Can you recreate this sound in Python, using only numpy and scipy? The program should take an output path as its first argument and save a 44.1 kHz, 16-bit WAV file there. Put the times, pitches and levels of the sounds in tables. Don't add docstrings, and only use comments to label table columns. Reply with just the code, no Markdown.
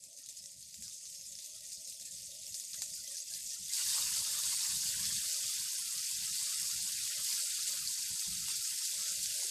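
import sys
import numpy as np
from scipy import signal
from scipy.fft import rfft, irfft
from scipy.io import wavfile

SR = 44100
rng = np.random.default_rng(int(sys.argv[2]) if len(sys.argv) > 2 else 0)


def to_wav(s):
    ch = np.atleast_2d(s).T
    pcm = np.round(np.clip(ch, -1, 1) * 32767)
    wavfile.write(sys.argv[1], SR, pcm.astype(np.int16))


N = 418950


def amp(db):
    return 10 ** (np.asarray(db) / 20)


def unit(x):
    return x / np.sqrt(np.mean(x ** 2) + 1e-20)


def curve(rows):
    return np.interp(np.arange(N) / SR, *np.transpose(rows))


def add(mix, s, sound):
    part = mix[max(round(s * SR), 0):][:len(sound)]
    part += sound[:len(part)]


def colour(x, points):
    hz, db = np.transpose(points)
    f = abs(np.fft.fftfreq(8192, 1 / SR))
    gain_db = np.interp(np.log(f + 1), np.log(hz), db)
    log_gain = np.log(amp(gain_db))
    taps = np.fft.ifft(np.exp(np.conj(signal.hilbert(log_gain)))).real
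    return signal.oaconvolve(x, taps[:len(taps) // 2])[:N]


def drift(per_s):
    steps = 4096
    f = np.fft.rfftfreq(steps, N / SR / steps)
    slow = irfft(rfft(rng.standard_normal(steps)) / (1 + (f / per_s) ** 4))
    return np.interp(np.arange(N), np.linspace(0, N, steps), unit(slow))


ROOM_T60 = .18


def kitchen(room_db):
    t = np.arange(SR // 5) / SR
    fade_in = np.clip(t / 0.0023 - .5, 0, 1)
    tail = rng.standard_normal(len(t)) * amp(-60 * t / ROOM_T60) * fade_in
    response = amp(room_db) * tail / np.linalg.norm(tail)
    response[0] = 1
    for delay, gain in zip(rng.uniform(.0003, .0035, size=8), rng.normal(0, .17, size=8)):
        add(response, delay, np.array([gain]))
    return response


def bubble(hz, ring_ms, size=128):
    t = np.arange(size) / SR
    return np.sin(2 * np.pi * hz * t) * np.exp(-1000 * t / np.maximum(ring_ms, .05))


def bubbles(per_s, spread_db, low_hz, high_hz, cycles, room_db, clump_db, count=10, size=128):
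    out = np.zeros(N)
    for spot in range(count):
        draws = rng.random((int(per_s * N / SR / count), 4))
        when, pitch, strength, ring = draws.T[:, :, None]
        hz = low_hz + pitch * (high_hz - low_hz)
        rings = bubble(hz, 1000 * cycles * (.15 + ring) / hz, size)
        rings /= np.linalg.norm(rings, axis=1, keepdims=True)
        rings *= amp(spread_db * np.minimum(-np.log(strength), 4))
        at = (when * N).astype(int) + np.arange(size)
        bursts = np.bincount(at.ravel(), rings.ravel(), N)[:N]
        out += signal.oaconvolve(bursts, kitchen(room_db))[:N]
    return unit(out * amp(clump_db * drift(18.5)))


CRACK_MS = .45


def crack():
    t = np.arange(128) / SR
    snap = rng.standard_normal(len(t)) * np.exp(-1000 * t / CRACK_MS)
    snap = signal.sosfilt(signal.butter(2, [3600, 9400], "band", fs=SR, output="sos"), snap)
    return snap / abs(snap).max()


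FIRST_DB, WARMING_DB_PER_S, LAID_IN_S = -54, 3, 3.57
# (time [s], half-length [s], level change [dB])
LULLS = [(.08, 0.13, -3), (0.567, 0.03, -3), (0.685, 0.04, -2), (1.6, 0.047, -1), (1.955, 0.036, -3),
         (3.236, 0.018, -3)]
# (time [s], level [dB])
SECOND_BOIL = [(3.6, -86), (3.68, -47.5), (3.74, -37.5), (3.83, -36), (3.93, -34.5), (4.2, -36.5),
               (4.7, -36), (4.95, -37.5), (5.4, -38.5), (5.9, -40), (6.6, -38), (7.15, -40), (7.3, -36.5),
               (7.6, -39), (7.8, -40), (8.4, -40.5), (8.6, -39.5), (9.5, -38.5)]


def boil():
    t = np.arange(N) / SR
    coarse = t[::100]
    lull_db = sum(db * np.exp(-((coarse - s) / half) ** 2) for s, half, db in LULLS)
    warming_db = WARMING_DB_PER_S * np.minimum(t, LAID_IN_S)
    first = amp(FIRST_DB + warming_db + np.interp(t, coarse, lull_db))
    second = amp(curve(SECOND_BOIL)) * (t > SECOND_BOIL[0][0])
    return first, second


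FLURRY_RISE_S, FLURRY_S = .003, .03


def flurries():
    power, t = np.zeros(N), np.arange(SR // 2) / SR
    swell = (1 - np.exp(-t / FLURRY_RISE_S)) * np.exp(-t / FLURRY_S)
    for s, db, _, _, flurry_db in SPITS:
        add(power, s, (amp(db + flurry_db) * swell) ** 2)
    return np.sqrt(power)


# (frequency [Hz], gain [dB])
FIRST_SIZZLE_COLOUR = [(800, -64.5), (1450, -61), (1850, -21), (2400, -15.5), (2750, -16.5), (3020, -17),
                       (3500, -9), (4150, -9.5), (4400, -4.5), (5100, -1), (5700, -3.5), (6500, 1.5),
                       (7050, -0.5), (8000, -0.5), (8300, 0), (8650, -2.5), (9400, -5), (12100, -11.5),
                       (13600, -15), (14000, -15)]
SECOND_SIZZLE_COLOUR = [(1100, -78), (2000, -41), (2850, -10), (3100, -15.5), (3750, -2), (4150, -3.5),
                        (4450, 3), (4800, 4), (5150, 1), (5550, 3), (5850, -3), (6450, 3), (7000, 0.5),
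                        (7750, 5), (9000, 0), (9650, 0.5), (10900, -5.5), (12500, -5), (13700, -8.5),
                        (14000, -7.5)]


def sizzle():
    first, second = boil()
    sparse = bubbles(per_s=1100, spread_db=3.5, low_hz=2446, high_hz=13900, cycles=5.3,
                     room_db=3, clump_db=0.5, count=8, size=200)
    dense = bubbles(per_s=1500, spread_db=3.5, low_hz=2400, high_hz=13880, cycles=4.9,
                    room_db=1, clump_db=0.3, count=8, size=200)
    one = colour(sparse + amp(-6) * rng.standard_normal(N), FIRST_SIZZLE_COLOUR)
    two = colour(dense + amp(-1.0) * rng.standard_normal(N), SECOND_SIZZLE_COLOUR)
    return np.hypot(first, flurries()) * unit(one) + second * unit(two)


TICKS_PER_S, TICK_SHARE, TICK_CLUSTERS_PER_S, TICK_SPREAD_DB = 260, .45, 22, 2.6
TICK_FIRST_DB, TICK_SECOND_DB = 5.5, -4
TICK_HZ, TICK_RING_MS = (4300, 9000), 0.56
# (frequency [Hz], gain [dB])
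SPIT_COLOUR = [(400, -52), (1200, -38), (1650, -9), (2100, -6), (3200, -7), (4500, -.5), (9000, 1),
               (14000, 1)]


def ticks():
    first, second = boil()
    level = np.hypot(amp(TICK_FIRST_DB) * first, amp(TICK_SECOND_DB) * second)
    busy = drift(TICK_CLUSTERS_PER_S)
    in_cluster = busy > np.quantile(busy, 1 - TICK_SHARE)
    out = np.zeros(N)
    for when, size, pitch, ring in rng.random((int(TICKS_PER_S * N / SR), 4)):
        at = int(when * N)
        if in_cluster[at]:
            tick = crack() + bubble(np.interp(pitch, [0, 1], TICK_HZ), TICK_RING_MS * ring)
            gain = level[at] * amp(TICK_SPREAD_DB * min(-np.log(size), 2.2))
            add(out, at / SR, gain * tick / abs(tick).max())
    return colour(out, SPIT_COLOUR)


WET_FIRST_DB, WET_SECOND_DB = -23.5, -16.5
# (frequency [Hz], gain [dB])
WET_FIRST_COLOUR = [(300, -53.5), (1250, -36.5), (1450, -2), (1680, -10), (1880, 8.5), (2200, 3.5),
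                    (2750, 11.5), (3050, 6), (3500, 11.5), (9000, -5.5)]
WET_SECOND_COLOUR = [(300, -35.5), (750, -56), (1080, -35), (1300, -5), (1500, 9), (2200, 8), (3000, 12),
                     (4500, 14), (9000, 4.5)]


def wet_bubbles():
    first, second = boil()
    pops = bubbles(per_s=1100, spread_db=3.5, low_hz=750, high_hz=3694, cycles=7.2,
                   room_db=4.0, clump_db=1.52, count=10, size=400)
    under_first = amp(WET_FIRST_DB) * first * unit(colour(pops, WET_FIRST_COLOUR))
    under_second = amp(WET_SECOND_DB) * second * unit(colour(pops, WET_SECOND_COLOUR))
    return under_first + under_second


CLUSTER_S, CLUSTER_WIDTH_HZ = .065, 150
# (rate [per s], lowest pitch [Hz],
# highest pitch [Hz], greatest level at the highest pitch, against the boil [dB], gain per octave of pitch [dB])
TONE_CLUSTERS = [(9, 830, 2100, -23, 13.5), (17, 900, 1400, -27.5, 10.5)]


def tone_clusters():
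    out = np.zeros(N)
    for level, (per_s, low_hz, high_hz, db, octave_db) in zip(boil(), TONE_CLUSTERS):
        for when, pitch, length, size, *chance in rng.random((int(per_s * N / SR), 12)):
            hz = low_hz + pitch * (high_hz - low_hz)
            t = np.arange(0, CLUSTER_S * (.6 + .8 * length), 1 / SR)
            tones = np.zeros(len(t))
            for stray, phase in np.reshape(chance, (-1, 2)):
                tone_hz = hz + CLUSTER_WIDTH_HZ * (stray - .5)
                tones += np.sin(2 * np.pi * (tone_hz * t + phase))
            gain_db = db + octave_db * np.log2(hz / high_hz) + 2.7 * (size - 1.0)
            swell = np.sin(np.pi * t / t[-1]) ** 2
            add(out, when * N / SR, level[int(when * N)] * amp(gain_db) * unit(tones * swell))
    return out


HOLLOW_DELAY_S, HOLLOW_GAIN, HOLLOW_TOP_HZ = .0026, .85, 1400


def hollow(x):
    f = np.fft.rfftfreq(N, 1 / SR)
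    echo = HOLLOW_GAIN * np.exp(-2j * np.pi * f * HOLLOW_DELAY_S) / (1 + (f / HOLLOW_TOP_HZ) ** 6)
    return irfft(rfft(x) * (1 - echo), N)


SURGE_DB, SURGES_PER_S = 7, 10
DRONE_HZ, DRONE_WAVER_HZ, DRONE_DB = 186, 7.45, -8
DIP_DB = -29
# (time [s], half-length [s])
DIPS = [(1.84, .025), (3.215, 0.034), (3.744, 0.039), (5.317, .03), (5.914, 0.015), (7.449, 0.043),
        (7.952, 0.025), (8.21, 0.051), (8.636, 0.029), (9.42, 0.079)]
# (time [s], level [dB])
RUMBLE = [(0, -78.5), (.8, -69.5), (1.15, -77), (2.1, -73), (3.3, -72), (4.1, -67.5), (4.6, -65),
          (5.03, -59), (5.3, -67.5), (5.5, -66), (5.8, -75), (6.5, -67.5), (6.9, -66), (7.7, -72),
          (8.1, -66), (8.4, -60), (8.8, -73), (9.5, -65.5)]
# (frequency [Hz], gain [dB])
RUMBLE_COLOUR = [(15, 7), (35, 9.5), (55, 11.5), (110, 9.5), (160, 4.5), (210, 4), (260, -16), (340, -30.5),
                 (600, -59), (1200, -38)]


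def stove():
    t = np.arange(N) / SR
    surge = unit(amp(SURGE_DB * np.tanh(drift(SURGES_PER_S))))
    dips = amp(DIP_DB * sum(np.exp(-((t - s) / half) ** 4) for s, half in DIPS))
    drone_hz = DRONE_HZ + DRONE_WAVER_HZ * drift(20)
    drone_gain = amp(DRONE_DB + 7 * np.tanh(drift(9)))
    drone = drone_gain * np.sin(2 * np.pi * np.cumsum(drone_hz) / SR)
    rumble = unit(hollow(colour(rng.standard_normal(N), RUMBLE_COLOUR)))
    return amp(curve(RUMBLE)) * surge * dips * (rumble + drone)


# (time [s], level [dB])
MURMUR = [(0, -72.5), (.6, -83.5), (1.8, -74), (3.6, -76), (4.2, -100), (5.5, -100)]
# (frequency [Hz], gain [dB])
MURMUR_COLOUR = [(150, -17), (280, 2), (420, -9), (580, 13), (690, 2.5), (800, -21.5), (1100, -38.5)]


def murmur(patchy_db=9, count=5):
    noise, out = colour(rng.standard_normal(N), MURMUR_COLOUR), np.zeros(N)
    edges = np.linspace(200, 850, count + 1)
    for band in zip(edges, edges[1:]):
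        part = signal.sosfilt(signal.butter(2, band, "band", fs=SR, output="sos"), noise)
        out += part * amp(patchy_db * np.tanh(drift(15.3)))
    return amp(curve(MURMUR)) * unit(out)


SMALL_SPITS_PER_S, SMALL_SPIT_DB, SMALL_SPREAD_DB, SMALL_SPIT_HZ = 7, 4.5, 2, (4900, 8400)


def small_spits(ring_ms=0.24):
    when, pitch, ring, strength = rng.random((int(SMALL_SPITS_PER_S * N / SR), 4)).T
    boil_db = 20 * np.log10(np.hypot(*boil())[(when * N).astype(int)])
    db = boil_db + SMALL_SPIT_DB + SMALL_SPREAD_DB * np.minimum(-np.log(strength), 2)
    hz = np.interp(pitch, [0, 1], SMALL_SPIT_HZ)
    return list(zip(when * N / SR, db, hz, ring_ms * (.5 + ring)))


SPRAY_DB, SPRAY_T60 = -15, .005
RING_DB, SPIT_ROOM_DB = 4, 0
# (time [s], peak [dB], bubble pitch [Hz],
# ring time constant [ms], flurry of sizzle against the peak, before its rise and decay [dB])
SPITS = [(0.038, -34.5, 7400, 0.94, -36), (.1003, -42, 8300, .3, -31), (.1745, -35.5, 7300, 0.3, -21),
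         (.1875, -33, 7800, 0.35, -31), (.2608, -35, 7000, 0.58, -30), (0.2879, -30.5, 6500, 0.29, -14),
         (.367, -37.5, 7500, .3, -8.5), (0.4392, -34, 6200, 0.7, -33), (.458, -30.5, 5240, 0.94, -29),
         (.6068, -36.5, 8100, .7, -36), (0.6258, -34, 6600, .6, -28), (0.7422, -31.5, 4900, 0.16, -35),
         (.8225, -27, 7100, 0.055, -20), (.839, -33, 7950, 0.34, -26), (0.8796, -31, 5800, 0.44, -24),
         (.9243, -33.5, 5300, 0.55, -15.5), (1.054, -33, 6200, 0.78, -18), (1.1005, -39, 8000, .4, -14),
         (1.1483, -34.5, 5700, 0.56, -17), (1.211, -35, 6470, 1, -26), (1.2585, -40, 6500, .4, -22),
         (1.317, -36.5, 7900, 0.71, -8.5), (1.3526, -32.5, 5240, 0.73, -28),
         (1.3873, -29.5, 6300, 0.36, -30), (1.4305, -35, 7140, .6, -15), (1.444, -33, 6500, .5, -14),
         (1.4601, -31, 6700, 0.57, -35), (1.6643, -36, 7000, .3, -20), (1.719, -30.5, 7200, 0.36, -10),
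         (1.8744, -30, 6560, 0.1, -16), (1.897, -30, 8000, .3, -21), (1.9246, -28, 7500, .08, -35),
         (1.998, -31, 6550, 0.2, -20), (2.0506, -35, 7400, 0.65, -13), (2.1136, -33, 8300, 0.25, -17),
         (2.167, -40, 6430, 0.25, -35), (2.336, -38, 7500, .3, -23), (2.466, -31, 5530, 0.89, -18),
         (2.488, -39, 6000, .2, -28), (2.5425, -25, 5040, 0.79, -12), (2.598, -26.5, 6500, 0.87, -18),
         (2.7317, -28, 5060, .6, -15), (2.7428, -26.5, 6000, 0.35, -31), (2.82, -17.5, 6500, 0.11, -26),
         (2.9377, -32, 6200, .6, -13), (3.0756, -30, 6150, 1, -34), (3.1097, -38, 6500, 0.91, -33),
         (3.1512, -34, 6270, 0.18, -18), (3.1685, -28, 6060, 0.61, -16), (3.182, -30.5, 5500, .2, -24),
         (3.3374, -26, 4830, 0.61, -26), (3.348, -28.5, 5700, 0.68, -26), (3.3892, -37, 5230, .6, -30),
         (3.4655, -37, 7900, .5, -8), (3.5324, -34, 6200, .5, -6), (3.7348, -22, 7620, .4, -24),
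         (4.528, -22, 6350, 0.18, -32), (4.858, -23, 6000, 0.061, -32), (4.8897, -21, 4940, 0.35, -28),
         (5.054, -20, 5900, 0.26, -18), (5.3158, -21.5, 6400, .2, -18), (7.076, -22, 5530, 0.071, -34),
         (7.2457, -21.5, 8300, 0.13, -28), (7.2805, -25, 7440, 0.12, -33), (7.3135, -27, 7000, .2, -32),
         (7.3271, -19, 4750, 0.25, -31), (7.6247, -27, 6430, .4, -9), (7.6753, -21, 7900, 0.26, -18),
         (7.8738, -20, 4560, 0.68, -33), (8.1943, -23, 4800, 0.55, -15), (8.4843, -20.5, 4700, 0.14, -33),
         (8.517, -24.5, 7700, 0.17, -18), (8.8318, -26, 7000, 0.099, -32), (8.8518, -22, 5950, 0.072, -36),
         (9.049, -30, 6400, 0.17, -30), (9.229, -22, 7800, .3, -28.5), (9.2584, -19.5, 4670, 0.43, -33)]


def spits():
    out, cracks, t = np.zeros(N), np.zeros(N), np.arange(600) / SR
    for s, db, hz, ring_ms in [row[:4] for row in SPITS] + small_spits():
        spray = amp(SPRAY_DB - 60 * t / SPRAY_T60) * rng.standard_normal(len(t))
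        spray[0] = 1
        ring = signal.fftconvolve(spray, bubble(hz, ring_ms))
        snap = crack()
        pop = amp(RING_DB) * ring / abs(ring).max()
        add(pop, 0, snap)
        start = s + .0008
        add(out, start, amp(db) * pop / abs(pop).max())
        add(cracks, start, amp(db) * snap)
    echo = signal.oaconvolve(cracks, kitchen(SPIT_ROOM_DB))[:N] - cracks
    return colour(out + echo, SPIT_COLOUR)


# (time [s], noise level before rise and decay [dB], centre [Hz],
# decay by 60 dB [s], rise time constant [s])
BUMPS = [(0.755, -49, 75.4, 0.19, 0.01), (.78, -53, 190, 0.19, .008), (2.741, -68, 200, 0.035, .002),
         (2.74, -59, 1500, 0.086, .002), (2.818, -46, 900, 0.019, .0007), (2.813, -50, 230, .02, .001),
         (2.817, -54, 520, .016, .001), (2.82, -55, 1630, 0.058, 0.0013), (3.579, -67, 380, .12, 0.013),
         (4.849, -57, 262, 0.083, 0.0047), (8.125, -67, 396, 0.092, .012), (8.475, -47, 1090, 0.12, .015),
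         (8.491, -55, 334, 0.15, 0.02), (8.565, -59, 372, 0.11, 0.02), (9.05, -59, 430, 0.095, .012),
         (9.38, -52, 560, 0.16, .02), (9.42, -50, 800, 0.079, 0.008), (9.44, -53.5, 403, 0.16, .015)]


def bumps():
    out, t = np.zeros(N), np.arange(SR // 3) / SR
    for s, db, hz, t60, rise in BUMPS:
        band = signal.butter(4, [hz / 1.22, hz * 1.23], "band", fs=SR, output="sos")
        body = unit(signal.sosfilt(band, rng.standard_normal(len(t))))
        envelope = amp(-60 * t / t60) * (1 - np.exp(-t / rise))
        add(out, s, amp(db) * body * envelope)
    return out


SEAR_DB, SEAR_FROM_DB = -26, -36.8
# (frequency [Hz], gain [dB])
SEAR_COLOUR = [(620, -46.5), (780, -8.5), (880, 2.5), (1250, 3.5), (1500, -13), (2000, -42)]


def sear():
    _, second = boil()
    wet = 1 / (1 + (amp(SEAR_FROM_DB) / (second + 1e-6)) ** 16)
    pops = bubbles(per_s=400, spread_db=2, low_hz=700, high_hz=1500, cycles=5,
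                   room_db=-6, clump_db=3, count=3, size=900)
    return amp(SEAR_DB) * second * wet * unit(colour(pops, SEAR_COLOUR))


NOISE_EDGE_S = .03
# (start [s], length [s], level [dB])
FAINT_NOISE = [(3.777, 0.055, -71), (3.88, 0.21, -67.5), (4.15, 0.42, -71.5), (4.69, 0.11, -84),
               (4.873, 0.27, -72.5), (5.203, 0.31, -70), (5.716, 0.06, -74), (5.91, 0.067, -73),
               (6.4, 0.16, -74.5), (6.593, 0.09, -72), (6.854, 0.074, -76), (7.074, 0.16, -69.5),
               (7.397, .07, -68.5), (7.662, 0.12, -69), (8.657, .08, -84), (8.904, 0.32, -71),
               (9.27, 0.24, -70)]
# (frequency [Hz], gain [dB])
FAINT_NOISE_COLOUR = [(380, -48), (450, -27), (520, -2.5), (590, 10), (670, -4.5), (730, -26), (800, -45)]


def faint_noise():
    level = np.zeros(N)
    for s, length, db in FAINT_NOISE:
        t = np.arange(0, length, 1 / SR)
        to_edge = np.minimum(t, length - t)
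        add(level, s, amp(db) * np.sin(np.pi / 2 * np.minimum(to_edge / NOISE_EDGE_S, 1)) ** 2)
    return level * unit(colour(rng.standard_normal(N), FAINT_NOISE_COLOUR))


def scene():
    frying = sizzle() + ticks() + wet_bubbles() + spits() + sear()
    return (frying + tone_clusters() + stove() + murmur() + bumps() + faint_noise())[None]


EDGE_HZ = 14000


def record(dry):
    low_pass = signal.firwin(511, EDGE_HZ, window=("kaiser", 9), fs=SR)
    return signal.oaconvolve(dry, low_pass[None], "same")


dry = scene()
out = record(dry)
to_wav(out)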